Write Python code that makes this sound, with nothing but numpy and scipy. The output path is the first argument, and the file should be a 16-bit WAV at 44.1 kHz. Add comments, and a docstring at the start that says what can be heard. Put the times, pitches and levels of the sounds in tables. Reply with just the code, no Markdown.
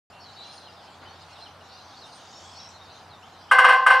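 """By a house wall, a woodpecker drums on an aluminium ladder: five blows, a pause, then three more.
Each blow sets the rails clanging, with a bright rattle and the clacks of loose parts on top.
Before that, small birds chirp, whistle and trill in the distance, and something knocks faintly.
A soft outdoor hush and a low hum lie under it all."""
import sys
import numpy as np
from scipy import signal
from scipy.fft import rfft, irfft
from scipy.io import wavfile

SR = 44100
rng = np.random.default_rng(int(sys.argv[2]) if len(sys.argv) > 2 else 0)


def to_wav(sig):
    """Store sig (one row per channel, or 1-D mono) as 16-bit WAV at the path in sys.argv[1].

    Samples outside -1..1 are clipped; the rate is SR.
    """
    pcm = np.clip(np.atleast_2d(sig), -1, 1) * 32767
    pcm = np.round(pcm).astype(np.int16)
    wavfile.write(sys.argv[1], SR, pcm.T)  # frames by channels


N = 176400
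TIME = np.arange(N) / SR

# Tone colour of the outdoor hush: f/Hz, level/dB
HUSH_COLOUR = [(25, -21), (50, -17), (70, -8.5), (90, -2.5), (125, -4), (200, -4.5), (380, -8), (560, -4.5),
               (780, 2), (1000, -2), (1400, -4.5), (2100, -14), (3000, -16), (5000, -33), (7000, -31),
               (10000, -31), (15000, -38)]
# How alike far sounds are in the two ears: f/Hz, likeness/0-1
AIR_LIKENESS = [(30, 0.85), (70, 0.99), (150, 1), (500, 0.88), (1000, 0.97), (2500, 0.66), (5000, 0.79),
                (12000, 0.077)]
# Slow rise and fall of the hum: t/s, level/dB
HUM_SWELL = [(.3, -3), (.7, -6), (1.2, 0.5), (1.7, -4.5), (2.3, -7.5), (2.75, 3.5), (3.2, -5.5), (3.7, -1)]
# Tone colour of the far bird chorus: f/Hz, level/dB
CHORUS_COLOUR = [(2000, -13), (3000, -2.5), (4200, 1.5), (5300, -4.5), (6500, -12.5), (9000, -21.5),
                 (12000, -44)]
# Loudness of that chorus: t/s, level/dB
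CHORUS_LEVEL = [(.1, -58.5), (.33, -54), (.45, -51), (.6, -51), (.75, -56.5), (.9, -54.5), (1.0, -57),
                (1.45, -52.5), (1.57, -58.5), (1.75, -52), (1.92, -56), (2.3, -54), (2.65, -52),
                (2.78, -57), (2.95, -53), (3.2, -61), (3.35, -56), (3.6, -57.5)]
# Tone colour of the knock: f/Hz, level/dB
KNOCK_COLOUR = [(150, -10), (1000, 0.5), (1300, -4), (1420, 2), (1550, -6), (2200, -6), (3200, -16),
                (8000, -55)]
# Single chirps: t/s, length/s, start f/Hz, end f/Hz, level/dB
CHIRPS = [(0.117, 0.082, 2800, 2750, -59), (0.197, 0.053, 5500, 5340, -57.5),
          (0.231, 0.074, 4950, 3765, -50.5), (0.318, 0.054, 4800, 5240, -59),
          (0.364, 0.1275, 3846, 4055, -44), (0.434, 0.019, 4000, 3160, -46.5),
          (0.489, 0.041, 4150, 4170, -49), (.46, 0.049, 5380, 5240, -63), (0.554, 0.048, 5400, 3900, -52),
          (0.66, 0.042, 3500, 2730, -54), (1.043, 0.054, 2850, 3096, -52), (1.082, 0.071, 4150, 4500, -57),
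          (1.188, 0.056, 3650, 4430, -57.5), (1.30, 0.079, 5200, 3680, -59.5),
          (1.361, 0.035, 4100, 2760, -55), (1.406, 0.04, 4050, 4170, -44.5),
          (1.443, 0.04, 4200, 2750, -50.5), (1.61, 0.016, 2940, 2820, -55), (1.64, 0.046, 3750, 4100, -59),
          (1.712, .09, 4700, 4940, -57.5), (2.013, 0.05, 4500, 3545, -47),
          (2.121, 0.038, 4300, 3900, -52.5), (2.329, 0.065, 5300, 5480, -50),
          (2.595, 0.021, 3650, 3930, -48.5), (2.683, .04, 8700, 7200, -60),
          (2.805, 0.027, 3500, 3850, -50.5), (3.093, 0.081, 4600, 3500, -55),
          (3.225, 0.026, 2600, 3120, -51), (3.391, 0.047, 4800, 4750, -57), (3.482, 0.04, 2700, 3380, -48)]
# Two high whistles, one list each: t/s, f/Hz, level/dB
WHISTLES = [
    [(.46, 8950, -72), (.49, 9350, -70), (.52, 9400, -68), (.553, 9100, -57.5), (.575, 9600, -66),
     (.605, 9650, -72)],
    [(2.055, 9230, -68), (2.075, 9200, -68), (2.11, 8970, -73), (2.16, 8770, -59), (2.21, 9060, -77)],
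]
# A bird's trill: t/s, centre f/Hz, level/dB, pulse rate/Hz
TRILL = [(1.8, 5150, -64, 71), (2.1, 5360, -62, 80), (2.3, 5770, -59, 50), (2.37, 5830, -57, 50),
         (2.45, 6340, -55.5, 60), (2.54, 6850, -63, 41), (2.58, 6740, -61, 55)]
# The buzz that ends the trill: t/s, centre f/Hz, level/dB, pulse rate/Hz
BUZZ = [(2.51, 5230, -55, 54), (2.56, 5300, -55, 51), (2.58, 5480, -48.5, 68), (2.68, 5560, -51.5, 70),
        (2.71, 5860, -57, 73)]
# Loose parts falling back just after a blow: t/s, level/dB
CLACKS = [(3.522, 3), (3.59, 0.5), (3.655, -18), (3.695, -9), (3.737, -9), (3.874, -2)]
# How alike the ladder is in the two ears: f/Hz, likeness/0-1
LADDER_LIKENESS = [(500, .999), (1500, 0.97), (2600, 0.92), (5000, 0.92), (9000, 0.7), (13000, 0.2)]
# Bright rattle where the beak lands: f/Hz, level/dB, fade/s (time to drop by 60 dB)
RATTLE = [(300, -45, .1), (2000, -30, 0.086), (4000, -11, .15), (6460, -3.5, 0.21), (8950, 4, .19),
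          (9900, 0, .16), (10900, -6, 0.23), (12600, -9, .14), (13800, -28, .1), (15700, -25, .08)]
# The ladder's crowd of weak ringing tones: f/Hz, level/dB, fade/s
WEAK_TONES = [(300, -39, 0.41), (431, -33, 0.34), (492.6, -1.5, 0.53), (590, -12.5, 0.46),
              (670, -8.5, 0.54), (810, -4.5, 0.24), (920, -9.5, 0.63), (1105, 5.5, 0.47),
              (1346, -8.5, 0.35), (1680, 2, .25), (1820, -10, 0.49), (2104, 0.5, 0.3), (2200, -16, 0.28),
              (2590, -10, 0.51), (2930, -15, 0.33), (3180, -11, .3), (3420, -19, 0.34), (4770, -27, 0.54),
              (5100, -32, 0.4), (5530, -25.5, 0.4), (5950, -39.5, 0.74), (9000, -55, .2)]
# The ladder's strong ringing tones: f/Hz, level/dB, fade/s
STRONG_TONES = [(499.7, -42.8, 1.19), (514.6, -33.1, 0.68), (664.1, -37.4, 0.3), (763.0, -31.9, 1.09),
                (773.8, -29.1, 0.69), (827.3, -26.9, 0.42), (973.4, -19.8, 0.1), (1029.5, -21.7, 0.66),
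                (1053.0, -17.6, 1.01), (1050.8, -13.4, 0.18), (1150.0, -25.5, 0.79), (1140.1, -21.6, 0.29),
                (1216.5, -7.4, 0.06), (1213.6, -37.7, 0.47), (1288.0, -21.0, 0.05), (1516.6, -14.9, 0.32),
                (1549.4, -14.3, 0.7), (1557.2, -29.1, 0.87), (1582.3, -15.7, 0.23), (1636.7, -17.3, 0.27),
                (1991.3, -32.5, 1.15), (2072.9, -21.9, 0.38), (2079.2, -9.7, 0.04), (2089.8, -19.2, 0.25),
                (2496.1, -43.4, 0.53), (2647.2, -38.6, 0.2), (2698.5, -39.3, 0.65), (2785.1, -28.9, 0.04),
                (2853.5, -31.0, 0.58), (3032.7, -34.5, 0.25), (3199.0, -41.8, 0.35), (3285.6, -43.9, 0.37),
                (4694, -45, 0.4), (5540, -47, 0.3), (8730, -43, 0.2)]
# Beak blows: t/s, then level/dB for each of clang, weak tones, rattle and thud
BLOWS = [(3.51193, 1.0, -.5, 0, -6), (3.58383, 1.6, -1, -.5, 4), (3.64227, 1.6, 2, -2.5, 0),
         (3.68602, -.5, 0, -2, -3), (3.72403, -12, -7, -8, -8), (3.86294, .1, -.5, .5, -6),
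         (3.90178, -2.1, -1, -4, -3), (3.93308, -15, -9, -11, -10)]


def from_db(db):
    """Turn decibels into a number to multiply by."""
    return 10 ** (np.asarray(db) / 20)


def unit_level(x):
    """Scale a signal to an average strength (rms) of 1."""
    return x / np.sqrt(np.mean(x ** 2) + 1e-20)


def fade(t, fade_s):
    """Die away by 60 dB every fade_s seconds."""
    return np.exp(-np.log(1000) * t / fade_s)


def at_hz(rows, hz, column=1):
    """Look up a table between its rows, spacing frequencies by octaves."""
    table = np.array(rows)
    return np.interp(np.log(hz + 1e-3), np.log(table[:, 0]), table[:, column])


def in_time(rows):
    """Join a table's points in time, giving one curve per column."""
    times, *columns = np.transpose(rows)
    return [np.interp(TIME, times, column) for column in columns]


def during(rows):
    """Switch on softly at a table's first time and off at its last."""
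    return np.clip(np.minimum(TIME - rows[0][0], rows[-1][0] - TIME) / 0.0056, 0, 1)


def drift(rate_hz):
    """A random wander of about 1 either way; a higher rate moves faster."""
    hz = np.arange(N // 2 + 1) * SR / N
    return unit_level(irfft(rfft(rng.standard_normal(N)) / (1 + (hz / rate_hz) ** 2), N))


def tone(hz):
    """A pure tone that follows a pitch curve."""
    return np.sqrt(2) * np.sin(2 * np.pi * np.cumsum(hz) / SR)


def left_right(shared, opposed, alike):
    """Mix two noises into a left and right pair with the given likeness."""
    return np.sqrt(1 + alike) * shared + np.sqrt(1 - alike) * opposed * [[1], [-1]]


def stereo_noise(colour, likeness, size=N):
    """Noise for two ears with the given tone colour."""
    hz = np.arange(size // 2 + 1) * SR / size
    shared, opposed = rfft(rng.standard_normal((2, size)))
    pair = left_right(shared, opposed, alike=np.clip(at_hz(likeness, hz), 0, .9995))
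    return unit_level(irfft(pair * from_db(at_hz(colour, hz)), size))


def bands(sound, edges_hz):
    """Split a sound into frequency bands; give each one's centre and its sound."""
    size = sound.shape[-1]
    hz = np.arange(size // 2 + 1) * SR / size
    spectrum = rfft(sound)
    for low, high in zip(edges_hz, edges_hz[1:]):
        yield np.sqrt(low * high), irfft(spectrum * ((hz >= low) & (hz < high)), size)


def air(hum_hz=89.8, hum_db=-61.5, hush_db=-49.5):
    """A steady far hush and a low, wavering hum."""
    swell = from_db(hum_db + in_time(HUM_SWELL)[0])
    waver = 1 + 0.39 * drift(2.5)
    hum = swell * waver * tone(hum_hz + 1.53 * drift(3.0))
    return from_db(hush_db) * stereo_noise(HUSH_COLOUR, AIR_LIKENESS) + hum


def chorus(patchy_db=4.5):
    """The farthest birds blur into patches of noise that come and go in narrow bands."""
    voices = stereo_noise(CHORUS_COLOUR, AIR_LIKENESS)
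    edges_hz = np.geomspace(2000, 11000, 19)
    patches = sum(band * from_db(patchy_db * drift(8.4)) for _, band in bands(voices, edges_hz))
    return from_db(in_time(CHORUS_LEVEL)[0]) * unit_level(patches)


def knock(start_s=1.009, blur_s=0.017):
    """One dull knock, its start blurred by distance."""
    t = np.maximum(TIME - start_s, 0)
    loudness = from_db(-44.5) * (1 - np.exp(-t / blur_s)) * fade(t, fade_s=0.65)
    return loudness * stereo_noise(KNOCK_COLOUR, AIR_LIKENESS)


def chirps(bend=1.9):
    """Short bird notes whose pitch slides fast at first, then settles."""
    out = np.zeros(N)
    wobble = 1 + 0.012 * drift(92.3)
    for start_s, length_s, start_hz, end_hz, db in CHIRPS:
        progress = np.linspace(0, 1, int(length_s * SR))
        span = int(start_s * SR) + np.arange(len(progress))
        hz = start_hz + (end_hz - start_hz) * np.expm1(-bend * progress) / np.expm1(-bend)
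        arch = np.sqrt(np.abs(np.sin(np.pi * progress)))
        out[span] += from_db(db - 0.5) * arch * tone(hz * wobble[span])
    flutter = unit_level(1 + 0.23 * drift(104))
    return out * flutter


def whistle(rows):
    """A bird's thin, wavering whistle."""
    hz, db = in_time(rows)
    return during(rows) * from_db(db) * tone(hz * (1 + 0.0062 * drift(110)))


def trill(rows, pitch_spread, pulse_depth):
    """A fast-pulsing bird note, made rough by its jittering pitch."""
    hz, db, pulse_hz = in_time(rows)
    pulses = unit_level(1 + pulse_depth * np.cos(2 * np.pi * np.cumsum(pulse_hz) / SR))
    jitter = 1 + pitch_spread * np.tanh(drift(621.4))
    return during(rows) * from_db(db) * pulses * tone(hz * jitter)


def birds(echo_db=-3.5):
    """Distant songbirds, with echoes scattered by trees and walls."""
    song = chirps() + sum(whistle(rows) for rows in WHISTLES)
    song += trill(TRILL, pitch_spread=.24, pulse_depth=.34)
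    song += trill(BUZZ, pitch_spread=.06, pulse_depth=.76)
    shared, opposed = rng.standard_normal((2, SR)) * fade(TIME[:SR], fade_s=.35)
    echo_tail = unit_level(left_right(shared, opposed, alike=0.67)) / np.sqrt(SR)
    echoes = signal.fftconvolve(song[None], echo_tail, axes=1)[:, :N]
    return song + from_db(echo_db) * echoes


def clacks(level_db=-35.5, decay_s=0.0072):
    """Loose parts hit the ladder, each with its own short burst of bright noise."""
    out, size = np.zeros((2, N)), SR // 10
    for start_s, db in CLACKS:
        start = int(start_s * SR)
        burst = stereo_noise(RATTLE, LADDER_LIKENESS, size) * np.exp(-TIME[:size] / decay_s)
        out[:, start:start + size] += from_db(level_db + db) * burst
    return out


def dense_ring(table, rise_s=0.0027):
    """Countless close tones of the metal blend into noise; each band fades at its own speed."""
    t = TIME[:SR]
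    noise = stereo_noise(table, LADDER_LIKENESS, size=SR)
    edges_hz = np.geomspace(100, 20000, 24)
    ring = sum(band * fade(t, at_hz(table, hz, column=2)) for hz, band in bands(noise, edges_hz))
    return ring * (1 - np.exp(-t / rise_s))


def clang(rise_s=.0011, low_cut_hz=472):
    """The ladder's strong tones ring together; its narrow rails give off little bass."""
    t = TIME[:SR]
    ring = sum((-1) ** k * from_db(db) * np.sin(2 * np.pi * hz * t) * fade(t, fade_s)
               for k, (hz, db, fade_s) in enumerate(STRONG_TONES))
    bass_cut = signal.butter(4, low_cut_hz, "high", fs=SR, output="sos")
    return signal.sosfilt(bass_cut, ring * (1 - np.exp(-t / rise_s)))


def at_blows(sound, levels_db):
    """Play a one-second sound at every blow of the beak."""
    out = np.zeros((2, N + SR))
    for blow, db in zip(BLOWS, levels_db):
        start = int(blow[0] * SR)
        out[:, start:start + SR] += from_db(db) * sound
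    return out[:, :N]


def woodpecker_on_ladder(thud_hz=170, lean_left_db=0.24):
    """Each blow of the beak sets off a clang, a faint thud, a crowd of weak tones and a rattle."""
    t = TIME[:SR]
    _, clang_db, weak_db, rattle_db, thud_db = np.transpose(BLOWS)
    thud = np.sin(2 * np.pi * thud_hz * t) * fade(t, fade_s=.03)
    out = at_blows(clang(), clang_db)
    out += at_blows(thud, thud_db - 52)
    out += at_blows(dense_ring(WEAK_TONES), weak_db - 16)
    out += at_blows(dense_ring(RATTLE), rattle_db - 37.5)
    return out * from_db([[lean_left_db], [-lean_left_db]])


def scene():
    """The ladder close by, with birds, air and a knock behind it."""
    return woodpecker_on_ladder() + birds() + chorus() + air() + clacks() + knock()


def record(dry, start_s=0.1, top_hz=16300):
    """Start after a moment of silence, round off the peaks and cut the highest treble."""
    opened = dry * np.clip((TIME - start_s) / 0.0008, 0, 1)
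    rounded = opened / (1 + opened ** 16) ** (1 / 16)
    return signal.sosfilt(signal.cheby2(16, 70, top_hz, fs=SR, output="sos"), rounded)


dry = scene()
out = record(dry)
to_wav(out)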